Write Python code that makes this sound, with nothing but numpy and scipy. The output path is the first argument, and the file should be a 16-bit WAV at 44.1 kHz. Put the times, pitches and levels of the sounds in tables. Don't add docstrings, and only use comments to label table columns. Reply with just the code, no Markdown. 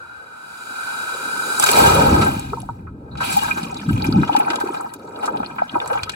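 import sys
import numpy as np
from scipy import signal
from scipy.fft import rfft, irfft
from scipy.io import wavfile
from scipy.ndimage import uniform_filter1d

SR = 44100
rng = np.random.default_rng(int(sys.argv[2]) if len(sys.argv) > 2 else 0)


def persist_wave(psi):
    counts = np.round(np.clip(psi, -1, 1) * 32767).astype(np.int16)
    wavfile.write(sys.argv[1], SR, np.atleast_2d(counts).T)


N = 271215

# [t/s, wash level/dB, spray level/dB, fizz level/dB]
CHURN_LEVELS = [(0.0, -43.5, -51.5, -61), (0.31, -44, -51, -57.5), (0.58, -40.5, -44, -46),
                (0.86, -33, -35.5, -39), (1.35, -31, -34.5, -35.5), (1.66, -26, -30, -26),
                (1.8, -15.5, -21.5, -21.5), (1.93, -19.5, -25, -27.5), (2.12, -22.5, -30, -35),
                (2.28, -29.5, -35.5, -38), (2.43, -42.5, -41, -48), (2.68, -52, -63, -61),
                (2.95, -61, -74.5, -83), (3.16, -48, -69, -68), (3.24, -31, -25.5, -38),
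                (3.34, -33, -29, -31), (3.7, -41.5, -45, -52), (3.99, -40, -40.5, -48.5),
                (4.45, -30.5, -42, -51), (4.77, -33.5, -48.5, -51), (5.0, -48.5, -60, -63),
                (5.21, -34, -54, -55), (5.65, -41, -49.5, -58), (5.93, -30.5, -51, -50),
                (6.15, -48.5, -38, -61)]
# [lowest f/Hz, highest f/Hz]
CHURN_BANDS = [(880, 1700), (2200, 6000), (6000, 16000)]
# [t/s, low level/dB, middle level/dB, upper level/dB]
SHOVE_LEVELS = [(0.0, -54, -64, -50.5), (0.39, -69, -57, -59), (1.63, -54.5, -42, -35.5),
                (1.8, -29.5, -28.5, -20.5), (2.14, -22, -21.5, -21), (2.5, -34, -35.5, -48),
                (2.53, -40, -37, -33), (2.6, -36, -38, -44.5), (2.91, -41.5, -36.5, -50),
                (3.05, -40, -38, -35.5), (3.37, -38, -33, -46.5), (3.84, -45, -32, -44.5),
                (3.89, -28, -20.5, -36), (4.02, -21, -27.5, -38), (4.08, -22, -21, -36.5),
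                (4.2, -27.5, -11.5, -38), (4.25, -45, -27.5, -34), (4.33, -49, -32, -33.5),
                (4.97, -55, -41.5, -41), (5.38, -44.5, -37, -32.5), (5.7, -54.5, -44, -56),
                (5.75, -50, -39, -47), (5.84, -47, -51.5, -36), (6.15, -42, -47.5, -47)]
# [lowest f/Hz, highest f/Hz]
SHOVE_RANGES = [(25, 65), (65, 150), (150, 350), (350, 700)]
# [f/Hz, level per Hz/dB]
SHOVE_TONE = [(15, -66.5), (25, -67.5), (81, -4.5), (130, 2), (200, -1.5), (246, -0.5), (537, -19.5),
              (592, -20.5), (700, -32.5), (910, -24.5), (1540, -120)]
# [f/Hz, width/Hz, level/dB]
BODY_ROCKING = (144, 20, -9)
# [t/s, level/dB, centre f/Hz, spread/octaves (at least 0.06), one-sided share/0-1, length/ms (at least 1)]
WALL_DROPS = [(1.597, 11, 9100, 0.33, 0.44, 2.5), (1.623, 7, 9200, 0.83, 0.6, 9.2),
              (1.632, -2.5, 1556, 0.2, 0.47, 4.4), (1.64, 11, 8500, 0.36, 0.53, 1.9),
              (1.66, 8, 10000, 1.1, 0.45, 14), (1.687, 7.5, 6860, 1.37, .6, 7.3),
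              (1.714, 12, 10600, 0.49, 0.6, 2.3), (1.863, 3, 7700, 1.2, 1, 8.7),
              (2.212, -1.5, 3190, 1.14, 0.28, 18), (2.244, -5, 8950, .31, 0.5, 6.4),
              (2.258, -8, 1120, 1.2, 0.84, 14), (2.394, -7, 9200, 0.49, .44, 3.7),
              (2.5, -24, 2420, .082, .66, 3.2), (2.532, -14, 950, 0.38, 0.07, 3.9),
              (2.57, -21, 912, 0.17, 0.03, 8.9), (2.6, -26, 3660, 0.27, 0.4, 6),
              (2.602, -12, 9700, 0.11, 0.6, 1.6), (2.617, -18.5, 7200, 0.46, 0.5, 3.2),
              (2.63, -24, 715, 0.16, .2, 6), (2.689, -16, 923, 0.26, 0.12, 4.3),
              (2.788, -40.5, 2010, 0.34, .1, 8), (2.868, -29, 1460, 0.32, 0.2, 10.6),
              (3.111, -28.5, 4040, 0.077, 0.67, 17), (3.153, -23.5, 2120, 0.76, 0.14, 4),
              (3.171, -18, 4200, 0.65, .5, 13), (3.202, -14.5, 1510, 0.38, 0.57, 9),
              (3.204, -8.5, 4260, 2.1, 0.5, 28), (3.247, -4, 10100, .15, 0.68, 13),
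              (3.37, 3.5, 12600, 0.091, 0.47, 3.5), (3.435, 0.5, 11000, 0.64, 0.75, 1.1),
              (3.473, -15, 1810, 1.1, 0.2, 25), (3.51, -5, 2445, 0.2, 0, 5.5),
              (3.573, -11.5, 4600, 1.6, 0.2, 9.4), (3.629, -11.5, 4890, 0.71, .63, 8.8),
              (3.743, -13.5, 5850, 0.39, 0.56, 3), (3.764, -16.5, 3900, .074, 0.66, 8.3),
              (3.889, -17.5, 1304, 0.2, .91, 5.8), (3.911, -16, 10400, 0.098, 0.6, 4),
              (4.021, -5.5, 4300, 0.21, 0.46, 1.8), (4.042, -9.5, 2330, 0.3, 0.5, 5.4),
              (4.046, -11.5, 8000, 1.5, 0.44, 9.6), (4.041, -8, 12300, 0.11, .46, 5),
              (4.066, -9.5, 5660, .15, 0.55, 5.9), (4.125, -5, 4530, 0.13, 0.64, 1.4),
              (4.232, -8, 1360, .38, .63, 2.4), (4.276, -17.5, 2250, 0.9, 0.55, 12),
              (4.294, -6, 820, .11, 0.28, 1.9), (4.328, -10.5, 2970, 0.36, 0.85, 8.5),
              (4.35, -3.5, 854, .053, .2, 3.2), (4.363, -1, 5390, 1.1, 0.82, 5.4),
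              (4.386, -6.5, 13000, 0.4, 0.6, 9.3), (4.398, -9, 860, 0.32, 0.96, 3.8),
              (4.403, -9, 2300, 0.38, 0.8, 6), (4.465, -15.5, 980, 0.62, 1, 5.5),
              (4.479, -10, 970, .46, 0.64, 5.7), (4.501, -3, 3650, 0.71, 0.64, 6.5),
              (4.531, -10.5, 1460, 1.4, 0.63, 9), (4.557, -3, 5500, 0.52, 0.53, 2.9),
              (4.584, -17.5, 986, .17, 0.35, 4.8), (4.6, -10.5, 8500, 0.9, 0.4, 10),
              (4.608, -13, 1280, 0.38, 0.68, 6), (4.674, -21, 3810, 1.2, 0, 1.5),
              (4.689, -16.5, 890, 0.089, 0.16, 2.8), (4.741, -12.5, 2540, 2.1, 0.45, 8.5),
              (4.8, -19, 1160, 0.35, 0.35, 10), (4.808, -15, 8400, 0.22, .36, 3.8),
              (4.937, -7.5, 10800, 0.56, 0.7, 3.8), (5.159, -22, 4120, .12, 0.97, 4.4),
              (5.223, -12, 2310, 2.5, 0.75, 49), (5.234, -14, 780, 0.22, 0.86, 2.3),
              (5.255, -7.5, 7300, 0.39, 0.7, 11), (5.277, -9.5, 1100, 0.46, .5, 7),
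              (5.335, -16, 826, 0.6, 0.94, 21), (5.37, -17.5, 3600, .3, .35, 4.9),
              (5.402, -13, 850, 0.33, 0.94, 1.4), (5.429, -15, 960, .74, 0.5, 4.3),
              (5.442, -21, 2970, 0.37, 0.6, 12), (5.461, -11, 4520, 0.085, 0.5, 2.3),
              (5.582, -11, 1600, 0.44, 0.68, 10.7), (5.619, -4.5, 697, .19, 0.59, 2.1),
              (5.694, -10, 3360, 0.15, 0.2, 3.7), (5.742, -18.5, 1520, 0.48, 0.7, 6.2),
              (5.753, -9, 760, 0.4, 0.23, 11.6), (5.802, -4.5, 3080, 0.21, 0.98, 0.69),
              (5.813, -17, 1370, 1.2, 0.55, 11), (5.859, -14, 4470, 1.8, .3, 2.6),
              (5.876, -6, 8750, 0.31, 0.66, 2.2), (5.899, -12, 1020, .77, 0.6, 10),
              (5.927, -11.5, 2940, 2.3, .6, 13), (5.95, -14.5, 820, 0.43, 0.3, 12),
              (5.973, -14, 2060, 0.59, 0.78, 5.5), (5.991, -16.5, 2330, 0.21, .3, 5.5),
              (6.032, -2.5, 4700, 0.63, 0.5, 4.2), (6.094, -1.5, 4870, 0.77, 0.5, 3.7),
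              (6.118, -17, 6270, 0.28, 0.5, 6.9)]
# [t/s, level/dB, f/Hz at the middle, length/ms (at least 5)]
AIR_GULPS = [(1.697, -17.5, 414, 8.3), (1.82, -15.5, 200, 6), (1.832, -11, 297, 4), (1.879, -15, 168, 6.5),
             (2.055, -12, 176, 3.6), (2.152, -32, 171, 7.2), (2.368, -14, 201, 4.2), (2.536, -24, 435, 16),
             (3.284, -27, 245, 5.3), (3.348, -27, 172, 21), (3.575, -20.5, 292, 3),
             (3.634, -17.5, 222, 5.2), (3.889, -10, 159, 11), (3.909, -7.5, 238, 4.1),
             (3.955, -15.5, 123, 38), (4.091, -6, 268, 2.6667), (4.167, -7, 236, 8), (4.179, -12, 190, 17),
             (4.208, -23, 274, 4.4), (4.326, -19, 302, 16), (4.348, -18, 284, 3.6), (4.383, -16.5, 282, 10),
             (4.508, -20, 330, 13), (4.642, -14, 366, 4.2), (4.669, -23.5, 373, 7.3),
             (4.706, -18.5, 358, 6.1), (5.404, -22.5, 235, 11), (5.742, -20, 267, 3.5),
             (5.766, -21, 332, 9.6), (5.925, -19.5, 500, 11), (6.033, -25.5, 93, 13)]
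# [f/Hz, width/Hz, level/dB, left over right/dB, 1 alike or -1 opposed]
HOUSING_MODES = [(837, 33, 42.5, 1.5, -1), (945, 64, 31.5, -5, 1), (1150, 50, 13, -11, 1),
                 (1297, 73, 33.5, 1, 1), (1480, 64, 18.5, -19.5, 1), (1569, 63, 34.5, 4, -1),
                 (1940, 55, 13, 10, -1), (2431, 133, 20.5, -9.5, 1), (2860, 76, 14, 11.5, -1),
                 (3310, 38, 5, 22.5, -1), (3550, 114, 1, 25, -1), (3896, 140, 15, 1, 1),
                 (4294, 72, 1.5, 27.5, 1), (4560, 130, 2.5, 17, 1), (4800, 220, 8.5, -4, -1),
                 (4850, 47, 5, -14.5, 1), (6070, 150, -0.5, -3, -1), (6300, 150, -37.5, -11, 1),
                 (6820, 70, -3, -16, 1), (7800, 400, 0.5, -13.5, 1), (8400, 590, -2, 9, -1),
                 (9010, 130, -5.5, -26.5, 1), (10070, 470, -4.5, -9, 1), (10820, 180, -2.5, -14, 1)]
# [f/Hz, even push level/dB, one-sided push level/dB]
WALL_PASS = [(199, 17.5, -37.5), (504, 18, 8.5), (780, 22.5, 36), (1112, 22, 20), (1730, -31, -18),
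             (2040, 7, 4), (2990, 1, 11.5), (5300, 0, -2.5), (8000, -1.5, -1.5), (11900, -5.5, -5.5),
             (15700, -7, -9.5)]
# [t/s, share/0-1]
FLECK_SHARE = [(0, 0), (1.55, 0), (1.6, .4), (1.9, .3), (2.4, .3), (3.15, .3), (3.5, .4), (3.8, .72),
               (6.15, .72)]
# [f/Hz, width/Hz, level over the wash/dB]
WALL_PANELS = [(1421, 26, 20.5), (1518, 30, 19.5), (2270, 160, -14), (3923, 62, 3.5), (4900, 160, 2),
               (6860, 110, 6.5), (8880, 650, 2.5)]

HISS_DB, EDGE_HZ = -80, 16000
FAR_DB = -79
LANDS_S, DRY_DB = 1.597, -5.5
UNDER_S, UP_S, TURN_S = 1.69, 3.7, 0.087
LEAN_DB, LEAN_UNDER_DB = -2, 2.5
DEEP_DB, DEEP_UNDER_DB = -16.5, -2.5
LUMP_DB, LUMP_S = [4.5, 3.6, 2.7, 3.6], 0.085
DRIPS_FROM_S, DRIPS_PER_S = 3.3, 80
DRIP_DB, DRIP_RANGE_DB, DRIP_LOW_HZ, DRIP_HIGH_HZ = -25, 8, 748, 13240
DRIP_OCTAVES, DRIP_SHARE, DRIP_MS = 0.11, 0.8, 6.2
DRIP_FOLLOW, DRIP_AT_DB = 0.82, -42.5


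def amp(db):
    return 10 ** (np.asarray(db) / 20)


def evened(x):
    return x / np.sqrt(np.mean(x ** 2) + 1e-20)


def read(hz, f, value):
    return np.interp(np.log(hz + 1), np.log(np.asarray(f) + 1), value)


def add(mix, s, sound):
    part = mix[..., round(s * SR):][..., :sound.shape[-1]]
    part += sound[..., :part.shape[-1]]


def noise(db, size):
    real, imaginary = rng.standard_normal((db.shape[1], db.shape[0], 2)).T
    spectra = np.sqrt(2 / size) * amp(db) * (real + 1j * imaginary)
    return signal.istft(spectra, nperseg=size, noverlap=size * 3 // 4)[1][:N]


def band_db(hz, power, band):
    inside = (hz >= band[0]) * (hz < band[1])
    return 10 * np.log10(np.mean(power * inside))


def under(t):
    return np.clip(np.minimum(t - UNDER_S, UP_S - t) / TURN_S, 0, 1)


def distant_surf():
    return amp(FAR_DB) * rng.standard_normal((2, N))


def shove():
    frames, hz = N // 256 + 5, np.fft.rfftfreq(1024, 1 / SR)
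    t = np.arange(frames) * 256 / SR
    s, *columns = np.transpose(SHOVE_LEVELS)
    low, middle, upper = (np.interp(t, s, column) for column in columns)
    deep = low + DEEP_DB + (DEEP_UNDER_DB - DEEP_DB) * under(t)
    memory = np.exp(-256 / SR / LUMP_S)
    lumps = signal.lfilter([1], [1, -memory], rng.standard_normal((frames, 4)).T)
    colour = read(hz, *np.transpose(SHOVE_TONE))
    levels = np.array([level - band_db(hz, amp(colour) ** 2, band)
                       for level, band in zip((deep, low, middle, upper), SHOVE_RANGES)])
    levels += np.array(LUMP_DB)[:, None] * evened(lumps)
    weights = np.array([read(hz, [45, 100, 240, 480], row) for row in np.eye(4)])
    return noise(weights.T @ levels + colour[:, None], size=1024)


def gulps():
    out, t = np.zeros(N), np.arange(-1024, 1024) / SR
    for (s, db, hz, ms), turn in zip(AIR_GULPS, rng.random(len(AIR_GULPS))):
        swing = np.cos(2 * np.pi * (hz * t * (1 + 5.8 * t) + turn))
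        swell = np.exp(-(1500 * t / max(ms, 5)) ** 2)
        add(out, s - 1024 / SR, amp(db) * swing * swell)
    return out


def body(push):
    f, width, db = BODY_ROCKING
    rock = amp(db) * signal.lfilter(*signal.iirpeak(f, f / width, SR), push)
    slope = np.diff(push, prepend=0) * SR / (2 * np.pi * 250)
    rock += amp(-21.0) * slope
    return np.array([push + rock, push - rock])


def drips():
    span = N / SR - DRIPS_FROM_S
    when, size, pitch, wide, side, long = rng.random((int(span * DRIPS_PER_S), 6)).T
    s = DRIPS_FROM_S + span * when
    spray_db = np.interp(s, *np.transpose(CHURN_LEVELS)[[0, 2]])
    db = DRIP_DB + DRIP_FOLLOW * (spray_db - DRIP_AT_DB) + DRIP_RANGE_DB * (size - .5)
    centre_hz = DRIP_LOW_HZ * (DRIP_HIGH_HZ / DRIP_LOW_HZ) ** pitch
    octaves = 2 * DRIP_OCTAVES * wide
    share = DRIP_SHARE + .5 * (side - .5)
    return list(zip(s, db, centre_hz, octaves, share, DRIP_MS * (.5 + long)))


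def drops():
    out, t, hz = np.zeros((2, N)), np.arange(2048) / SR, np.fft.rfftfreq(2048, 1 / SR)
    rows = list(WALL_DROPS) + drips()
    bursts = rng.standard_normal((len(rows), 2, 2048))
    for (s, db, centre_hz, octaves, share, ms), burst in zip(rows, bursts):
        octaves, ms = max(octaves, .06), max(ms, 1)
        shape = np.exp(-(np.log2((hz + 1) / centre_hz) / (2 * octaves)) ** 2)
        envelope = (1 - np.exp(-t / (0.00022 * ms))) * np.exp(-900 * t / ms)
        burst = irfft(rfft(burst) * shape)
        burst /= abs(signal.hilbert(burst)) ** 0.27 + 1e-9
        bubble = np.sin(2 * np.pi * centre_hz * t)
        ring = np.clip(1.2 - 3.0 * octaves, 0, .9) * (centre_hz < 3000)
        burst = (np.sqrt(1 - ring) * evened(burst) + np.sqrt(2 * ring) * bubble) * envelope
        energy = np.sqrt(ms) * np.mean(shape ** 2) / octaves
        burst *= np.sqrt(energy / (burst ** 2).sum(1, keepdims=True))
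        share = np.clip(share, 0, 1)
        add(out, s, amp(db) * burst * np.sqrt([[1 - share], [share]]))
    return out


def spatter(frames, hz):
    centres = np.geomspace(600, 15000, num=24)
    hit = rng.random((frames, 24)) < 600 * 32 / SR / 24
    size = amp(4.5 * np.minimum(rng.exponential(1, (frames, 24)), 3.5)) ** 2 * hit
    size = uniform_filter1d(size, size=3, axis=0)
    size = signal.lfilter([1], [1, -.8], size, axis=0)
    size = size @ np.exp(-(np.log2((hz + 1) / centres[:, None]) / .16) ** 2)
    return size.T / (size.mean(0)[:, None] + 1e-9)


def water(hz_fine, power):
    frames, hz = N // 32 + 5, np.fft.rfftfreq(128, 1 / SR)
    t = np.arange(frames) * 32 / SR
    s, *columns = np.transpose(CHURN_LEVELS)
    levels = np.array([np.interp(t, s, column) for column in columns])
    levels -= np.array([[band_db(hz_fine, power[0].mean(0), band)] for band in CHURN_BANDS])
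    weights = np.array([read(hz, [1500, 2600, 8000], row) for row in np.eye(3)])
    field = weights.T @ levels
    lean = LEAN_DB + (LEAN_UNDER_DB - LEAN_DB) * under(t)
    lean = lean * np.clip(1.5 - hz / 2000, 0, 1)[:, None]
    wet = np.clip(np.interp(t, *np.transpose(FLECK_SHARE)), 0, 1)
    surge = evened(uniform_filter1d(rng.standard_normal(frames), size=30))
    pushes = []
    for lean_db in (0, lean):
        flecks = 1 - wet + wet * spatter(frames, hz)
        pushes.append(noise(field + lean_db + 10 * np.log10(flecks) + 2.0 * wet * surge, size=128))
    pushes = np.array(pushes)
    panels = sum(amp(db) * signal.lfilter(*signal.iirpeak(f, f / width, SR), pushes)
                 for f, width, db in WALL_PANELS)
    landed = np.clip((np.arange(N) / SR - LANDS_S) / 0.0056, 0, 1)
    return landed * pushes + (1 - landed) * amp(DRY_DB) * (pushes + panels)


def housing():
    hz = np.fft.rfftfreq(8192, 1 / SR)
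    f, even_db, odd_db = np.transpose(WALL_PASS)
    power = amp([[read(hz, f, even_db)] * 2, [read(hz, f, odd_db)] * 2]) ** 2
    for f, width, db, tilt_db, sign in HOUSING_MODES:
        peak = (1 + ((hz - f) / width * 2) ** 2) ** -1.3
        power[int(sign < 0)] += amp([[db + tilt_db / 2], [db - tilt_db / 2]]) ** 2 * peak
    log = np.log(power) / 2
    log = np.concatenate([log, log[..., -2:0:-1]], -1)
    rings = np.fft.ifft(np.exp(np.conj(signal.hilbert(log)))).real[..., :4096]
    signs = np.array([[[1], [1]], [[1], [-1]]])
    return hz, power, rings * signs


def scene():
    hz, power, rings = housing()
    pushes = water(hz, power) + drops() + distant_surf()
    ringing = signal.fftconvolve(pushes[:, None], rings, axes=2)[..., :N].sum(0)
    return ringing + body(shove() + gulps())


def record(dry):
    dry = dry + amp(HISS_DB) * rng.standard_normal(dry.shape)
    dry = signal.sosfilt(signal.butter(2, 60, "high", fs=SR, output="sos"), dry)
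    loud = dry / (1 + abs(dry) ** 4) ** .25
    treble_limit = signal.firwin(511, EDGE_HZ, window=("kaiser", 9), fs=SR)
    return signal.oaconvolve(loud, treble_limit[None], "same")


dry = scene()
out = record(dry)
persist_wave(out)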